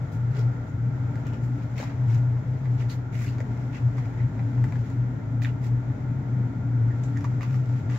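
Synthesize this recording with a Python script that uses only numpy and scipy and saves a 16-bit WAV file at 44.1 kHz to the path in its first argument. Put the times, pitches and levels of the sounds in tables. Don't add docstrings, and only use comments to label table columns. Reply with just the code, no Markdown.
import sys
import numpy as np
from scipy import signal
from scipy.fft import rfft, irfft, next_fast_len
from scipy.io import wavfile
from scipy.ndimage import map_coordinates

SR = 44100
rng = np.random.default_rng(int(sys.argv[2]) if len(sys.argv) > 2 else 0)


def wav_out(sig):
    wavfile.write(sys.argv[1], SR, np.round(np.clip(np.atleast_2d(sig).T, -1, 1) * 32767).astype(np.int16))


N = 351918


def amp(db):
    return 10 ** (np.asarray(db) / 20)


def unit(x):
    return x / np.sqrt(np.mean(x ** 2) + 1e-20)


def along(points, hz):
    f, value = np.transpose(points)
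    return np.interp(np.log(hz + 1), np.log(f + 1), value)


def gains(rows):
    s, *columns = np.transpose(rows)
    t = np.arange(N) / SR
    return [amp(np.interp(t, s, column)) for column in columns]


def filtered(x, response):
    n = x.shape[-1]
    padded = next_fast_len(n + 8192)
    spectrum = rfft(x, padded) * response(np.fft.rfftfreq(padded, 1 / SR))
    return irfft(spectrum, padded)[..., :n]


def resonance(hz, centre, width):
    return 1j * hz * width / (centre ** 2 - hz ** 2 + 1j * hz * width)


# (f/Hz, correlation)
LIKENESS = [(120, 1.3), (200, 1.16), (380, 0.46), (700, 0.63), (1290, -0.031), (2300, 0.18), (4400, -0.13),
            (10000, .05)]


def spread(pair, spectrum):
    def response(hz):
        turn = np.arccos(np.clip(along(LIKENESS, hz), -1, 1)) / 2
        return amp(along(spectrum, hz)) * [np.cos(turn), np.sin(turn)]

    mid, side = filtered(pair, response)
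    return unit(np.array([mid + side, mid - side]))


def drifting(n, depth_db, per_s):
    knots = np.arange(n) * per_s / SR
    return amp(depth_db * map_coordinates(rng.standard_normal(256), [knots], mode="wrap"))


# (t/s, level/dB)
HUM_SWELL = [(0.0, -17.5), (0.13, -39.5), (0.15, -25), (0.49, -23.5), (0.56, -39), (0.89, -24.5),
             (1.38, -30.5), (1.44, -23), (1.55, -26.5), (1.6, -43), (1.64, -27), (1.82, -33), (1.86, -23.5),
             (1.91, -41), (1.95, -28), (2.13, -19), (2.45, -29.5), (2.49, -23), (2.89, -25.5),
             (2.91, -34.5), (2.98, -27), (3.11, -38), (3.15, -25), (3.62, -33), (3.65, -26.5), (3.78, -38),
             (3.87, -19), (3.91, -40.5), (3.98, -24.5), (4.16, -35.5), (4.25, -18.5), (4.33, -38),
             (4.44, -23.5), (4.53, -32), (4.58, -21.5), (4.82, -25.5), (4.87, -36), (5.0, -23),
             (5.13, -36.5), (5.31, -26.5), (5.64, -27.5), (5.78, -22.5), (5.84, -38), (5.91, -21),
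             (5.96, -50.5), (6.0, -27.5), (6.2, -24.5), (6.27, -32), (6.31, -21.5), (6.47, -27.5),
             (6.49, -37), (6.84, -20.5), (6.93, -29.5), (7.36, -22.5), (7.44, -32), (7.49, -24),
             (7.62, -20.5), (7.67, -28.5), (7.76, -21), (7.98, -30)]
# (f/Hz, level/dB rms at the source)
STEADY_TONES = [(48.8, -53.5), (66, -52), (85, -51), (156, -48.5), (193.5, -53)]
HUM_DB, HUM_STEADY = 1, 0.6


def hum():
    mode = lambda hz: resonance(hz, 120.78, 5.33) * resonance(hz, 125.4, 34)
    wave = signal.hilbert(filtered(rng.standard_normal(N), mode))
    beating = np.abs(wave)
    even = unit(wave.real / (HUM_STEADY * beating + (1 - HUM_STEADY) * beating.mean()))
    smooth = lambda hz: np.abs(resonance(hz, 116.7, 53)) ** 2
    throb = filtered(gains(HUM_SWELL)[0] * even, smooth)
    t = np.arange(N) / SR
    tones = 0
    for hz, db in STEADY_TONES:
        tones = tones + amp(db) * np.sqrt(2) * np.sin(2 * np.pi * (hz * t + rng.random()))
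    return amp(HUM_DB) * throb + tones


def rush(spectrum):
    below, above = (spectrum[0][0] / 2, -120), (spectrum[-1][0] * 2, -120)
    return spread(rng.standard_normal((2, N)), [below, *spectrum, above])


# (f/Hz, level/dB per Hz)
RUMBLE_COLOUR = [(20, -31.5), (30, -26), (45, -4), (60, -2), (75, -14), (95, 9), (112, 6.5), (140, 1.5),
                 (158, 3), (185, -9), (230, -20.5)]
DRONE_COLOUR = [(140, -18.5), (185, -4.5), (215, -3.5), (245, 1), (266, -3.5), (281, 6), (298, -9.5),
                (350, -12), (450, -38.5)]
AIR_COLOUR = [(150, -1.5), (350, 1.5), (440, 4), (530, -1), (620, 0.5), (720, -2.5), (900, 0), (1060, -8.5),
              (1550, -9), (2100, -10.5), (2750, -25), (3300, -24), (4500, -30.5), (7500, -29), (15000, -32)]
WHISTLE_COLOUR = [(1150, -16.5), (1310, -7.5), (1390, 2), (1470, -6.5), (1700, -26.5)]
# (t/s, rumble level/dB, drone level/dB, whistling band level/dB)
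BACKGROUND_LEVELS = [(0, -35, -43.5, -51), (1.5, -34, -39.5, -55), (2.3, -38, -42.5, -57.5),
                     (3.2, -35.5, -41, -55.5), (4.7, -34.5, -40, -57.5), (6.7, -35.5, -37, -55.5),
                     (7.98, -37.5, -38.5, -55.5)]
AIR_DB = -45.5
WANDER_DB, WANDER_PER_S = 0.9, 4.2


def air():
    rumble, drone, whistle = gains(BACKGROUND_LEVELS)
    layers = [(rumble, RUMBLE_COLOUR), (drone, DRONE_COLOUR),
              (amp(AIR_DB), AIR_COLOUR), (whistle, WHISTLE_COLOUR)]
    return sum(level * drifting(N, WANDER_DB, WANDER_PER_S) * rush(colour) for level, colour in layers)


# (f/Hz, level/dB per Hz)
FRICTION_COLOUR = [(300, -15), (700, -13.5), (1200, 7.5), (2100, 8), (3000, 0), (4200, -3), (5600, -4.5),
                   (7200, -5), (10000, 0), (15000, -11)]


def grains(n, per_s, scatter_db, life):
    size_db = scatter_db * np.minimum(rng.exponential(size=n), 4)
    energy = (rng.random(n) < per_s / SR) * amp(size_db) ** 2
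    fading = signal.lfilter([1], [1, -np.exp(-1 / (life * SR))], energy)
    return spread(np.sqrt(fading) * rng.standard_normal((2, n)), [(80, -60), *FRICTION_COLOUR])


def crinkles(n, per_s, life):
    t = np.arange(SR // 80) / SR
    pair = np.zeros((2, n + len(t)))
    for when, pitch, size, *phases in rng.random((int(n * per_s / SR) + 1, 5)):
        hz = 1700 * 7 ** pitch
        turns = hz * t + np.array(phases)[:, None]
        ring = np.sin(2 * np.pi * turns) * np.exp(-t / life)
        pair[:, int(when * n):][:, :len(t)] += np.sqrt(hz) * amp(10 * size) * ring
    return spread(pair[:, :n], [(80, -60), *FRICTION_COLOUR])


RISE_DB, FADE_DB_PER_S, FADE_S = 11, 276.5, .18


def stroke(rise, hold):
    t = np.arange(round((rise + hold + FADE_S) * SR)) / SR
    swell_db = -RISE_DB * np.maximum(1 - t / rise, 0)
    fade_db = -FADE_DB_PER_S * np.maximum(t - rise - hold, 0)
    return amp(swell_db + fade_db)


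JUDDER_DB, JUDDER_PER_S = 2, 160


def judder(n):
    return unit(drifting(n, JUDDER_DB, JUDDER_PER_S))


# (t/s, level/dB)
SHUFFLE_LEVEL = [(0, -67), (.65, -73.5), (1.6, -65.5), (2.45, -71), (2.75, -65), (3.05, -74), (3.6, -65.5),
                 (4.3, -69), (4.9, -62), (5.2, -80), (6.8, -76), (7.05, -63), (7.55, -66.5), (7.76, -60.5),
                 (7.88, -70.5)]
# (start t/s, rise t/s, hold t/s, friction level/dB, ring f/Hz, ring level/dB, tilt/dB per octave)
SKID_STROKES = [(0.116, .006, 0.0036, -54, 2100, 1, 5.5), (0.301, 0.037, .045, -54, 1510, -1, -2),
                (0.384, .008, 0.0033, -52, 4460, 4.5, -1), (0.667, 0.013, 0.0055, -62.5, 6900, 8, 3),
                (1.249, 0.018, .003, -58, 2920, 9.5, -5), (1.324, .006, .012, -57.5, 2900, 6.5, -3),
                (1.416, 0.025, .012, -61.5, 7270, 4, 6), (1.59, .025, .012, -62.5, 4500, 5, -4.5),
                (1.755, .026, 0.043, -46, 2260, 1, -0.5), (1.847, .015, 0.039, -55, 2100, 1, -4.5),
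                (2.078, .062, 0.0074, -48.5, 6970, -0.5, 0.5), (2.775, 0.024, .012, -50.5, 2800, 3.5, -2),
                (2.885, .012, .018, -46, 4230, 6.5, 3), (3.12, .012, 0.023, -52, 2070, 11, 3),
                (3.154, 0.04, .05, -49.5, 2170, 8.5, 4.5), (3.261, .005, 0.02, -51.5, 4360, 9, 2.5),
                (3.311, .018, 0.012, -59, 3030, 2, -1.5), (3.724, 0.025, 0.008, -50.5, 2700, 6, -2.5),
                (3.954, 0.027, 0.006, -53.5, 2000, 6, -1.5), (4.024, 0.022, .004, -59.5, 1970, 7, -2),
                (4.167, 0.024, 0.023, -62, 2000, 13, -2.5), (5.417, .004, 0.013, -48.5, 3730, 9, 3.5),
                (5.454, 0.0037, .006, -53.5, 3000, 10.5, -4), (5.613, 0.031, .014, -52, 5030, 2.5, 3.5),
                (7.03, .008, 0.0026, -59.5, 7400, 15, 0.5), (7.407, .008, 0.024, -51, 2520, 6.5, -3),
                (7.463, .03, 0.075, -59, 2200, 2, 3), (7.889, 0.014, 0.085, -50.5, 4500, 1, -1.5)]


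def skids():
    out = amp(4.0) * gains(SHUFFLE_LEVEL)[0] * grains(N, per_s=900, scatter_db=3, life=0.0028)
    for s, rise, hold, db, ring_hz, ring_db, tilt_db in SKID_STROKES:
        first = round(s * SR)
        pressure = stroke(rise, hold)[:N - first]
        n = len(pressure)
        ring = lambda hz: 1 + (amp(ring_db) - 1) * resonance(hz, ring_hz, 0.18 * ring_hz)
        tilt = lambda hz: amp(tilt_db * np.log2((hz + 500) / 5000))
        slips = grains(n, per_s=1400, scatter_db=1.9, life=0.0009)
        snaps = amp(-6) * crinkles(n, per_s=800, life=.0012)
        scrape = filtered(slips + snaps, lambda hz: ring(hz) * tilt(hz))
        out[:, first:first + n] += amp(db) * pressure * judder(n) * scrape
    return out


# (f/Hz, t60/s)
WALL_DECAY = [(200, 0.19), (2000, 0.079), (7000, 0.13), (15000, 0.19)]


def walls(x):
    hz, t, z = signal.stft(rng.standard_normal((2, SR // 2)), SR, nperseg=256)
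    decay = amp(-60 * t / along(WALL_DECAY, hz)[:, None])
    tail = signal.istft(z * decay, SR, nperseg=256)[1]
    tail = np.pad(tail / np.linalg.norm(tail[0]), ((0, 0), (SR // 200, 0)))
    return signal.fftconvolve(x, tail, axes=1)[:, :N]


# (middle t/s, length t/s, f/Hz, width f/Hz, level/dB)
NARROW_NOISES = [(0.39, .13, 424, 119, -45), (1.78, .025, 2100, 380, -47), (1.805, 0.023, 2200, 450, -43.5),
                 (1.79, .03, 4200, 500, -52.5), (2.913, 0.046, 4240, 600, -51.5),
                 (3.281, .05, 2700, 700, -52.5), (6.915, 0.052, 1780, 300, -50.5),
                 (7.171, 0.047, 1820, 380, -44.5)]


def narrow_noises():
    out = np.zeros((2, N))
    for s, length, ring_hz, width_hz, db in NARROW_NOISES:
        swell = np.hanning(round(length * SR))
        mode = lambda hz: resonance(hz, ring_hz, width_hz) ** 2
        noise = filtered(rng.standard_normal(len(swell)), mode)
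        out[:, round((s - length / 2) * SR):][:, :len(swell)] += amp(db) * swell * unit(noise)
    return out


def burst(t, t60):
    noise = rng.standard_normal(len(t)) + .5 * rng.standard_normal((2, len(t)))
    return noise * amp(-60 * t / t60)


# (t/s, level/dB rms over a sixteenth of a second)
CLAW_CLICKS = [(0.393, -59), (1.268, -62), (1.635, -70.5), (1.78, -57.5), (2.147, -62.5), (4.641, -61),
               (4.722, -70), (4.902, -69.5), (5.419, -61.5), (5.425, -61.5), (5.435, -62), (7.174, -65.5),
               (7.431, -60.5), (7.909, -64.5)]
CLICK_HZ, CLICK_WIDTH_HZ, CLICK_T60_S = 8000, 19000, 0.011


def clicks():
    t = np.arange(SR // 16) / SR
    out = np.zeros((2, N))
    bright = lambda hz: resonance(hz, CLICK_HZ, CLICK_WIDTH_HZ) ** 2
    for s, db in CLAW_CLICKS:
        crack = filtered(burst(t, t60=CLICK_T60_S), bright)
        out[:, round(s * SR):][:, :len(t)] += amp(db) * unit(crack)
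    return out


def strike(t, rattle_db, t60):
    rattle = burst(t, t60)
    return (t == 0) + amp(rattle_db) * rattle / np.linalg.norm(rattle[0])


# (f/Hz, width f/Hz, level/dB)
BALL_MODES = [(1740, 380, 6), (2280, 460, 1.5), (3650, 470, -10)]
# (t/s, floor knock f/Hz, knock level/dB, ball pitch factor, hollow body level/dB, crack level/dB)
CONTACTS = [(1.156, 513, -49, 0.9, -44.5, -56.5), (1.334, 510, -45.5, 0.84, -50.5, -57.5),
            (1.792, 704, -48, 1, -45, -55.5), (1.8, 527, -45, 0.95, -44.5, -49.5),
            (1.813, 700, -48.5, 1.2, -49.5, -52.5), (1.828, 780, -44, 1.1, -50.5, -53.5),
            (1.836, 700, -47.5, 0.77, -51, -58.5), (2.373, 830, -54.5, 0.77, -53.5, -66),
            (2.656, 875, -52.5, 0.97, -46, -66.5), (3.214, 1310, -49, 1.1, -48, -64.5),
            (3.247, 1300, -64, 0.97, -43, -62.5), (3.265, 1300, -63, 1.2, -46.5, -59),
            (3.383, 1320, -49.5, 1.0, -48.5, -54.5), (3.404, 530, -39.5, 0.95, -39.5, -52),
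            (3.982, 880, -44, 1, -48, -56.5), (4.056, 900, -53, 1.17, -51.5, -62),
            (4.393, 783, -43, 1.03, -43.5, -69), (4.578, 854, -50, 0.76, -50, -69),
            (4.641, 920, -43.5, 0.87, -38.5, -62), (4.723, 820, -44, 0.98, -42, -57),
            (4.7565, 864, -51, 0.9, -44, -60.5), (7.172, 1300, -55.5, 0.96, -55, -53),
            (7.208, 1300, -53.5, 1.2, -52.5, -53.5), (7.2433, 1080, -44.5, 0.99, -45, -49.5),
            (7.252, 1060, -57, 1.1, -47, -58.5), (7.409, 1150, -48, 1.07, -40, -54),
            (7.42, 1100, -60, 1.3, -48.5, -55.5), (7.431, 1050, -43.5, 1.1, -44, -52.5),
            (7.508, 1300, -50, 1.1, -53, -59.5), (7.543, 1300, -51, 1, -47.5, -56.5),
            (7.899, 1290, -52.5, 0.95, -48.5, -59), (7.96, 1300, -54, 0.91, -48, -56)]


def taps():
    t = np.arange(SR // 8) / SR
    out = np.zeros((2, N + len(t)))

    def hollow(hz):
        return sum((-1) ** k * amp(db) * resonance(hz, centre, width)
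                   for k, (centre, width, db) in enumerate(BALL_MODES))

    for s, knock_hz, knock_db, pitch, body_db, crack_db in CONTACTS:
        floor = lambda hz: resonance(hz, knock_hz, 0.5 * knock_hz) ** 2
        ball = lambda hz: hollow(hz / pitch) * resonance(hz, 2100, 1800)
        foil = lambda hz: resonance(hz, 5500, 10000) ** 2
        knock = filtered(strike(t, rattle_db=1, t60=0.028), floor)
        body = filtered(strike(t, rattle_db=-1.5, t60=0.029), ball)
        crack = filtered(strike(t, rattle_db=3.0, t60=0.03), foil)
        contact = amp(knock_db - 10.5) * unit(knock)
        contact = contact + amp(body_db - 16.0) * unit(body)
        contact = contact + amp(crack_db - 14) * unit(crack)
        out[:, round(s * SR):][:, :len(t)] += contact
    return out[:, :N]


CONTACT_S = 0.00049


def rings(hits, modes):
    t = np.arange(SR // 8) / SR
    out = np.zeros((2, N + len(t)))
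    for s, db, pitch in hits:
        for hz, mode_db, t60 in modes:
            phase = rng.normal(0, 0.44) * np.array([[1], [-1]])
            wave = np.sin(2 * np.pi * hz * pitch * t + phase)
            envelope = amp(db + mode_db - 60 * t / t60) * (1 - np.exp(-t / CONTACT_S))
            out[:, round(s * SR):][:, :len(t)] += envelope * wave
    return out[:, :N]


# (t/s, level/dB, pitch factor)
KITTEN_LANDINGS = [(1.8001, -25, 1), (1.8275, -34, 1.5)]
# (f/Hz, level/dB, t60/s)
THUD_MODES = [(540, 2.5, 0.018), (900, -11, .012)]


def landings():
    return rings(KITTEN_LANDINGS, THUD_MODES)


# (t/s, level/dB, pitch factor)
WALL_SMACKS = [(5.4199, -29.5, 1.03), (5.4245, -35.5, 1.08), (5.4474, -21.5, 1.03), (5.4551, -23.5, 0.97)]
# (f/Hz, level/dB, t60/s)
SHELL_MODES = [(1820, 1.5, 0.011), (2300, -3, 0.011), (3580, -12, 0.012)]


def smacks():
    return rings(WALL_SMACKS, SHELL_MODES)


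# (t/s, level/dB, pitch factor)
BALL_DROPS = [(7.2435, -30.5, 1), (7.4095, -43, 0.83)]
# (f/Hz, level/dB, t60/s)
TILE_MODES = [(957, -2, .07), (1134, -0.5, 0.064), (1770, -8, .04)]


def drops():
    return rings(BALL_DROPS, TILE_MODES)


# (t/s, left minus right level/dB)
PLAY_PLACE = [(0, 0.5), (1.8, 0.5), (2.15, -0.5), (2.8, -2.5), (2.92, -5), (3.18, -1), (3.8, -1),
              (4.7, 1.5), (5.43, -4.5), (5.66, -7.5), (7.05, -1), (7.98, -1.5)]
SLIDE_ROOM_DB, TAP_ROOM_DB, RING_ROOM_DB = -3, -1, -7


def scene():
    sides = gains(PLAY_PLACE)[0] ** np.array([[.5], [-.5]])
    sustained = sides * (skids() + narrow_noises())
    tapping = sides * (taps() + clicks())
    ringing = sides * (smacks() + drops() + landings())
    echo = walls(amp(SLIDE_ROOM_DB) * sustained + amp(TAP_ROOM_DB) * tapping + amp(RING_ROOM_DB) * ringing)
    return sustained + tapping + ringing + echo + hum() + air()


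# (f/Hz, level/dB)
TREBLE_DIP = [(7400, 0), (7900, -12.5), (8400, -24), (9500, -21), (12000, -12), (15500, -7)]
# (f/Hz, level/dB)
LEFT_LEAN = [(60, 1), (200, 3.5), (330, -1.5), (700, 4.5), (1300, 1), (2400, 0), (4400, 5.5), (15000, 4)]
TOP_HZ = 15750


def record(dry):
    def colour(hz):
        lean_db = np.outer([.5, -.5], along(LEFT_LEAN, hz))
        return amp(along(TREBLE_DIP, hz) + lean_db)

    return filtered(dry, lambda hz: colour(hz) * (hz < TOP_HZ))


dry = scene()
out = record(dry)
wav_out(out)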